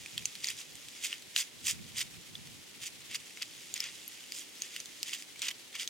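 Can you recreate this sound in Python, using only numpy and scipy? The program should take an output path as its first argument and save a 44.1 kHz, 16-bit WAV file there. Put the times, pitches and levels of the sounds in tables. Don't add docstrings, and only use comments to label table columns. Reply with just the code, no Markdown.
import sys
import numpy as np
from scipy import signal
from scipy.fft import rfft, irfft, next_fast_len
from scipy.io import wavfile
from scipy.ndimage import uniform_filter1d

SR = 44100
rng = np.random.default_rng(int(sys.argv[2]) if len(sys.argv) > 2 else 0)


def materialize(psi):
    bounded = np.clip(np.atleast_2d(psi).T, -1, 1)
    quanta = np.round(bounded * 32767).astype(np.int16)
    wavfile.write(sys.argv[1], SR, quanta)


N = 259749
TIME = np.arange(N) / SR
SIZE = next_fast_len(N + SR // 2)
BIN_HZ = np.maximum(np.arange(SIZE // 2 + 1) * SR / SIZE, 1)
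OPPOSITE = np.array([[1], [-1]])


def from_db(db):
    return 10 ** (np.asarray(db) / 20)


def rms_one(x):
    return x / np.sqrt(np.mean(x ** 2) + 1e-20)


def per_bin(points):
    hz, value = np.transpose(points)
    return np.interp(np.log(BIN_HZ), np.log(hz), value)


def filtered(x, response):
    return irfft(rfft(x, SIZE) * response, SIZE)[..., :N]


def colour(points):
    cepstrum = irfft(np.log(rms_one(from_db(per_bin(points)))), SIZE)
    cepstrum[1:SIZE // 2] *= 2
    cepstrum[SIZE // 2 + 1:] = 0
    return np.exp(rfft(cepstrum))


def drift(rate_hz):
    return rms_one(filtered(rng.standard_normal(SIZE), 1 / (1 + (BIN_HZ / rate_hz) ** 2)))


def bell(x):
    return np.exp(-np.minimum(x ** 2, 60))


def grains(per_s, spread_db, cycles, count=30):
    sizes = from_db(spread_db * np.minimum(rng.exponential(1, N), 2.5))
    signs = rng.choice([-1, 1], N)
    clicks = sizes * signs * (rng.random(N) < per_s / SR)
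    dealt = rng.integers(0, count, N)
    ringing = 0
    for k, hz in enumerate(np.geomspace(1100, 15000, count)):
        w = 2 * np.pi * hz / SR
        r = np.exp(-np.log(1000) * hz / (cycles * SR))
        struck = clicks * (dealt == k) + 1e-18
        ringing = ringing + signal.lfilter([1 - r, 0, r - 1], [1, -2 * r * np.cos(w), r * r], struck)
    return rms_one(rms_one(ringing) + 0.68 * rms_one(clicks))


# pitch_hz, density_db (per Hz)
CLAY_TONE = [(290, -52), (500, -20), (919, -18.5), (1510, -15), (2070, -3), (3110, -0.5), (3700, -1),
             (4090, -9.5), (4870, -2), (5550, -4), (6900, -2), (11100, -13.5), (12500, -17), (15100, -15.5),
             (16000, -22)]


def crumble(per_s=6500, clump_db=2.0):
    grit = grains(per_s, spread_db=4.5, cycles=7.8) * from_db(clump_db * drift(200))
    grit = filtered(grit, colour(CLAY_TONE))
    return grit / np.sqrt(uniform_filter1d(grit ** 2, size=600) + 1e-12)


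# peak_s, level_db, swell_s, brightness_db (fine crumbs over coarse)
SQUEEZES = [(0.187, -48, 0.011, -9), (0.452, -40.5, 0.018, -1.5), (0.497, -39.5, 0.022, -2.5),
            (0.597, -45, 0.021, 1.5), (1.052, -34.5, 0.017, 1), (1.118, -43.5, 0.029, -6.5),
            (1.395, -31, 0.022, 1.5), (1.688, -30.5, 0.023, 2.5), (1.983, -36, 0.017, -1),
            (2.014, -32.5, 0.01, 0.4), (2.833, -41.5, 0.013, -0.5), (2.868, -39, 0.01, 4),
            (3.128, -43.5, 0.021, -9), (3.154, -35.5, 0.0084, -3.5), (3.424, -38.5, 0.0067, -15),
            (3.764, -40, 0.0081, -6), (3.845, -42, 0.042, -11.5), (4.378, -43, 0.035, 6.5),
            (4.64, -47, 0.028, -1), (4.76, -48, 0.04, -4), (5.086, -42, 0.021, -2),
            (5.141, -38.5, 0.014, -3), (5.429, -35.5, 0.0087, -11), (5.458, -38, 0.019, -4.5),
            (5.488, -32.5, 0.0044, -8), (5.51, -40, 0.0056, -10), (5.757, -39.5, 0.0098, -11),
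            (5.814, -38, 0.022, -1.5)]
# time_s, level_db
GLOVE_RUB = [(0.0, -53), (0.4, -53.5), (0.75, -59), (1.0, -51.5), (1.25, -68), (2.45, -62), (2.7, -81),
             (3.2, -59), (3.6, -53), (4.15, -54), (4.5, -58.5), (4.9, -56.5), (5.2, -48), (5.3, -68),
             (5.89, -83)]
FALL_PER_RISE = 0.97
SLIP_DB, SLIP_LENGTHS = -20.5, 2.17


def crunches(hinge_hz=4500, chunk_hz=1900, wide_hz=9000, rub_bright_db=0.5):
    peak_s, level_db, swell_s, bright_db = np.transpose(SQUEEZES)[:, :, None]
    steps = TIME[::32]
    since = (steps - peak_s) / swell_s / np.where(steps < peak_s, 1, FALL_PER_RISE)
    slip = from_db(SLIP_DB) ** 2 * bell(since / SLIP_LENGTHS)
    squeeze_power = from_db(level_db) ** 2 * (bell(since) + slip)
    rub_power = from_db(np.interp(steps, *np.transpose(GLOVE_RUB))) ** 2
    power = np.vstack([squeeze_power, rub_power])

    fine_share = 1 / (1 + from_db(-np.vstack([bright_db, [rub_bright_db]])) ** 2)
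    coarse_share = 1 - fine_share
    chunk_share = coarse_share ** 1.75 * 1.72

    def envelope(share):
        return np.interp(TIME, steps, np.sqrt(2 * (power * share).sum(0)))

    apart = 0.48 / (1 + (wide_hz / BIN_HZ) ** 6)
    shared = filtered(crumble(), np.sqrt(1 - apart))
    grit = shared + filtered(crumble(), np.sqrt(apart)) * OPPOSITE
    lowest = filtered(grit, 1 / (1 + (BIN_HZ / chunk_hz) ** 4))
    lows = filtered(grit, 1 / (1 + (BIN_HZ / hinge_hz) ** 4))
    chunks = envelope(chunk_share) * lowest
    coarse = envelope(coarse_share) * (lows - lowest)
    fine = envelope(fine_share) * (grit - lows)
    return chunks + coarse + fine


def diffuse(spectrum, likeness):
    mid, side = rng.standard_normal((2, N))
    likeness = np.clip(likeness, -.95, .95)
    width = np.sqrt((1 - likeness) / (1 + likeness))
    return filtered(mid + width * side * OPPOSITE, colour(spectrum))


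# pitch_hz, density_db (per Hz)
EMBER_TONE = [(530, -22.5), (900, -13), (1700, -6.5), (1810, -3.5), (2020, -2.5), (3190, 0), (4680, -3),
              (6640, -4.5), (10000, -8.5), (12100, -13), (14700, -16.5), (16000, -16)]


def ember_hiss(shared_db=-54.5):
    return from_db(shared_db) * diffuse(EMBER_TONE, likeness=0.31) * from_db(1.2 * drift(25))


# pitch_hz, density_db (per Hz)
WOOD_TONE = [(15, -68), (25, -19), (96, -17), (130, -11), (192, -2.5), (297, 3), (593, -4), (679, -8.5),
             (738, -5.5), (1400, -15.5), (1820, -32), (3080, -120)]


def wood_hush(shared_db=-65.5):
    return from_db(shared_db) * diffuse(WOOD_TONE, likeness=0.032)


# pitch_hz, density_db (per Hz)
BREEZE_TONE = [(25, -24), (60, -8.5), (90, -3), (135, 0), (220, -4), (330, -14.5), (600, -36)]
# time_s, level_db
BREEZE_GUSTS = [(0.0, -62), (0.11, -72), (0.16, -58.5), (0.33, -65.5), (0.59, -68), (0.64, -74), (0.7, -64),
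                (0.82, -73), (0.87, -64), (0.95, -75), (1.51, -70), (1.76, -54.5), (2.12, -65.5),
                (2.15, -59), (2.25, -69), (2.38, -58.5), (2.74, -71.5), (2.84, -61.5), (2.87, -69.5),
                (3.18, -70), (3.2, -63.5), (3.28, -75), (3.9, -68.5), (3.95, -74), (5.71, -75), (5.89, -75)]


def breeze():
    gust_db = np.interp(TIME, *np.transpose(BREEZE_GUSTS))
    return from_db(gust_db + 2.0 * drift(13)) * diffuse(BREEZE_TONE, likeness=-0.32)


# pitch_hz, density_db (per Hz)
CRACK_TONE = [(400, -35), (1100, -20), (2000, -0.5), (3000, 0), (4100, 0), (5000, -3), (7000, -0.5),
              (9500, -9), (13000, -11.5), (16000, -20)]


def ticks(per_s=90, level_db=-65.0):
    return from_db(level_db) * filtered(grains(per_s, spread_db=3.5, cycles=16), colour(CRACK_TONE))


STRAYS_PER_S, STRAY_DB, SPREAD_DB = 7.1, -44, 3
LOW_HZ, HIGH_HZ, RING_SHARE = 2320, 7400, 0.29
CHIP_DB = 3


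def small_flakes(count=100):
    peak_s, level_db, swell_s, _ = np.repeat(SQUEEZES, 2, axis=0).T
    chips_s = peak_s + swell_s * (2 * rng.random(len(peak_s)) - 1)
    strays_s = np.cumsum(rng.exponential(1, count)) / STRAYS_PER_S
    start_s = np.concatenate([chips_s, strays_s])
    energy_db = np.concatenate([level_db + CHIP_DB, np.full(count, STRAY_DB)])
    energy_db = energy_db + SPREAD_DB * (2 * rng.random(len(start_s)) - 1)
    pitch_hz = LOW_HZ * (HIGH_HZ / LOW_HZ) ** rng.random(len(start_s))
    return np.column_stack([start_s, energy_db, pitch_hz, np.full(len(start_s), RING_SHARE)])


# start_s, energy_db (as if packed into 1 ms), pitch_hz,
# ring_share (0-1, no unit, held to 0.95 at most)
FLAKE_SNAPS = [(0.0605, -32.5, 2400, 0.73), (0.1787, -24, 3240, 0.65), (0.2555, -20.5, 6360, 0.24),
               (0.3535, -34, 3420, 0.1), (0.444, -25.5, 4690, 0.27), (0.471, -27.5, 6500, 0.6),
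               (0.486, -25.5, 4950, 0.7), (0.5024, -27, 2570, 0.3), (0.7543, -38, 6800, 0.15),
               (0.8853, -37.5, 3430, 0.3), (1.0459, -27.5, 6540, 0.6), (1.1283, -24, 2910, 1),
               (1.3628, -16, 2960, 0.56), (1.6688, -26, 7280, 0.3), (1.7109, -24, 7000, 0.7),
               (1.9834, -26, 4660, 0.3), (2.3538, -31.5, 3470, 0.94), (3.1465, -30, 3530, 0.2),
               (3.1547, -28.5, 4880, 0.9), (3.3728, -38.5, 2150, 0.4), (3.4223, -27, 4710, 0.47),
               (3.7401, -25, 7000, 0.7), (3.7775, -32, 5340, 0.35), (3.8041, -19, 5320, 0.69),
               (3.8405, -30, 4670, 0.2), (4.0789, -32.5, 11600, 0.94), (4.321, -29, 4800, 0.58),
               (4.6203, -24.5, 6600, 0.5), (4.7633, -28, 2950, 0.4), (4.802, -30, 6140, 0.55),
               (4.8575, -34.5, 6140, 0.4), (5.03, -22.5, 5070, 0.33), (5.1335, -25.5, 3030, 0.57),
               (5.2237, -36, 5150, 0.13), (5.359, -38.5, 2300, 0.7), (5.3936, -36.3, 7840, 0.6),
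               (5.4187, -25.5, 3700, 0.37), (5.469, -30, 2920, 0.6), (5.485, -27.5, 3100, 0.9),
               (5.513, -30, 3180, 0.8), (5.7535, -34, 2270, 0.8), (5.7974, -28, 3190, 0.8),
               (5.876, -26.5, 6500, 0.4)]
SNAP_DECAY_S, TYPICAL_HZ, TYPICAL_DB = 0.00081, 4000, -26
DECAY_PER_PITCH, DECAY_PER_FORCE = -0.5, -0.36


def snaps(crack_part=0.98, ring_part=1.48, lead_db=-26.0, lead_s=0.0016, size=1000):
    cracks, rings = np.zeros((2, N + size))
    before = size // 5
    t = (np.arange(size) - before) / SR
    after = np.maximum(t, 0)
    one_ms = np.sqrt(SR / 1000 / size)
    opening = 1 - np.exp(-after / .00008)
    lead = from_db(lead_db) * np.exp(-np.abs(t) / lead_s)
    for start_s, energy_db, pitch_hz, share in [*FLAKE_SNAPS, *small_flakes()]:
        i = int(start_s * SR) - before
        share = np.clip(share, 0, .95)
        if not 0 <= i < N:
            continue
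        decay = SNAP_DECAY_S * (pitch_hz / TYPICAL_HZ) ** DECAY_PER_PITCH
        decay *= from_db(energy_db - TYPICAL_DB) ** DECAY_PER_FORCE
        gain = from_db(energy_db) * one_ms
        burst = opening * np.exp(-after / (crack_part * decay))
        crack = rng.standard_normal(size) * (lead + burst)
        ring = np.sin(2 * np.pi * pitch_hz * after) * opening * np.exp(-after / (ring_part * decay))
        small = signal.butter(2, min(0.38 * pitch_hz, SR / 4), "high", fs=SR)
        cracks[i:i + size] += gain * np.sqrt(1 - share) * rms_one(signal.lfilter(*small, crack))
        rings[i:i + size] += gain * np.sqrt(share) * rms_one(signal.lfilter(*small, ring))
    return filtered(cracks[:N], colour(CRACK_TONE)) + rings[:N]


def reflections(x, decay_s, gap_s, size=16000):
    t = np.arange(size) / SR
    spray = rng.standard_normal((2, size)) * np.exp(-t / decay_s) * np.clip(t / gap_s, 0, 1) ** 2
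    return signal.fftconvolve(x, rms_one(spray) / np.sqrt(size), axes=1)[:, :N]


# pitch_hz, left_minus_right_db
LEVEL_BALANCE = [(1000, -1.5), (2300, 1), (3300, -4), (4200, 3.5), (5200, 2), (6300, -1.5), (8300, -5),
                 (10500, -4.5), (12500, 5), (15500, 0)]
# pitch_hz, left_lead_rad
PHASE_LEAD = [(900, 1.2), (2300, 0.23), (3300, 0.59), (4000, 1.47), (5100, .05), (7500, 0.65), (9000, 1.96),
              (11000, 1.8), (12500, 0.95), (15000, 1.2)]
# pitch_hz, level_db
NEAR_SCATTER = [(500, -10), (2000, -16.5), (4000, -9.5), (6000, -11.5), (8500, -6), (16000, -4.5)]


def at_ports(x, trees_db=-20.0):
    half = 0.5 * OPPOSITE
    balance_db = half * per_bin(LEVEL_BALANCE)
    direct = filtered(x, from_db(balance_db) * np.exp(1j * half * per_bin(PHASE_LEAD)))
    near = reflections(x, decay_s=0.0045, gap_s=0.0013)
    ground = filtered(near, from_db(per_bin(NEAR_SCATTER) + balance_db))
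    trees = from_db(trees_db) * reflections(x, decay_s=0.044, gap_s=0.0042)
    return direct + ground + trees


def scene():
    front = at_ports(crunches() + ticks() + snaps())
    air = (wood_hush() + breeze()) * from_db([[-1.0], [.9]])
    return front + ember_hiss() + air


def record(dry, top=0.38, cutoff_hz=16000):
    rounded = top * np.tanh(dry / top)
    return filtered(rounded, 1 / np.sqrt(1 + (BIN_HZ / cutoff_hz) ** 300))


dry = scene()
out = record(dry)
materialize(out)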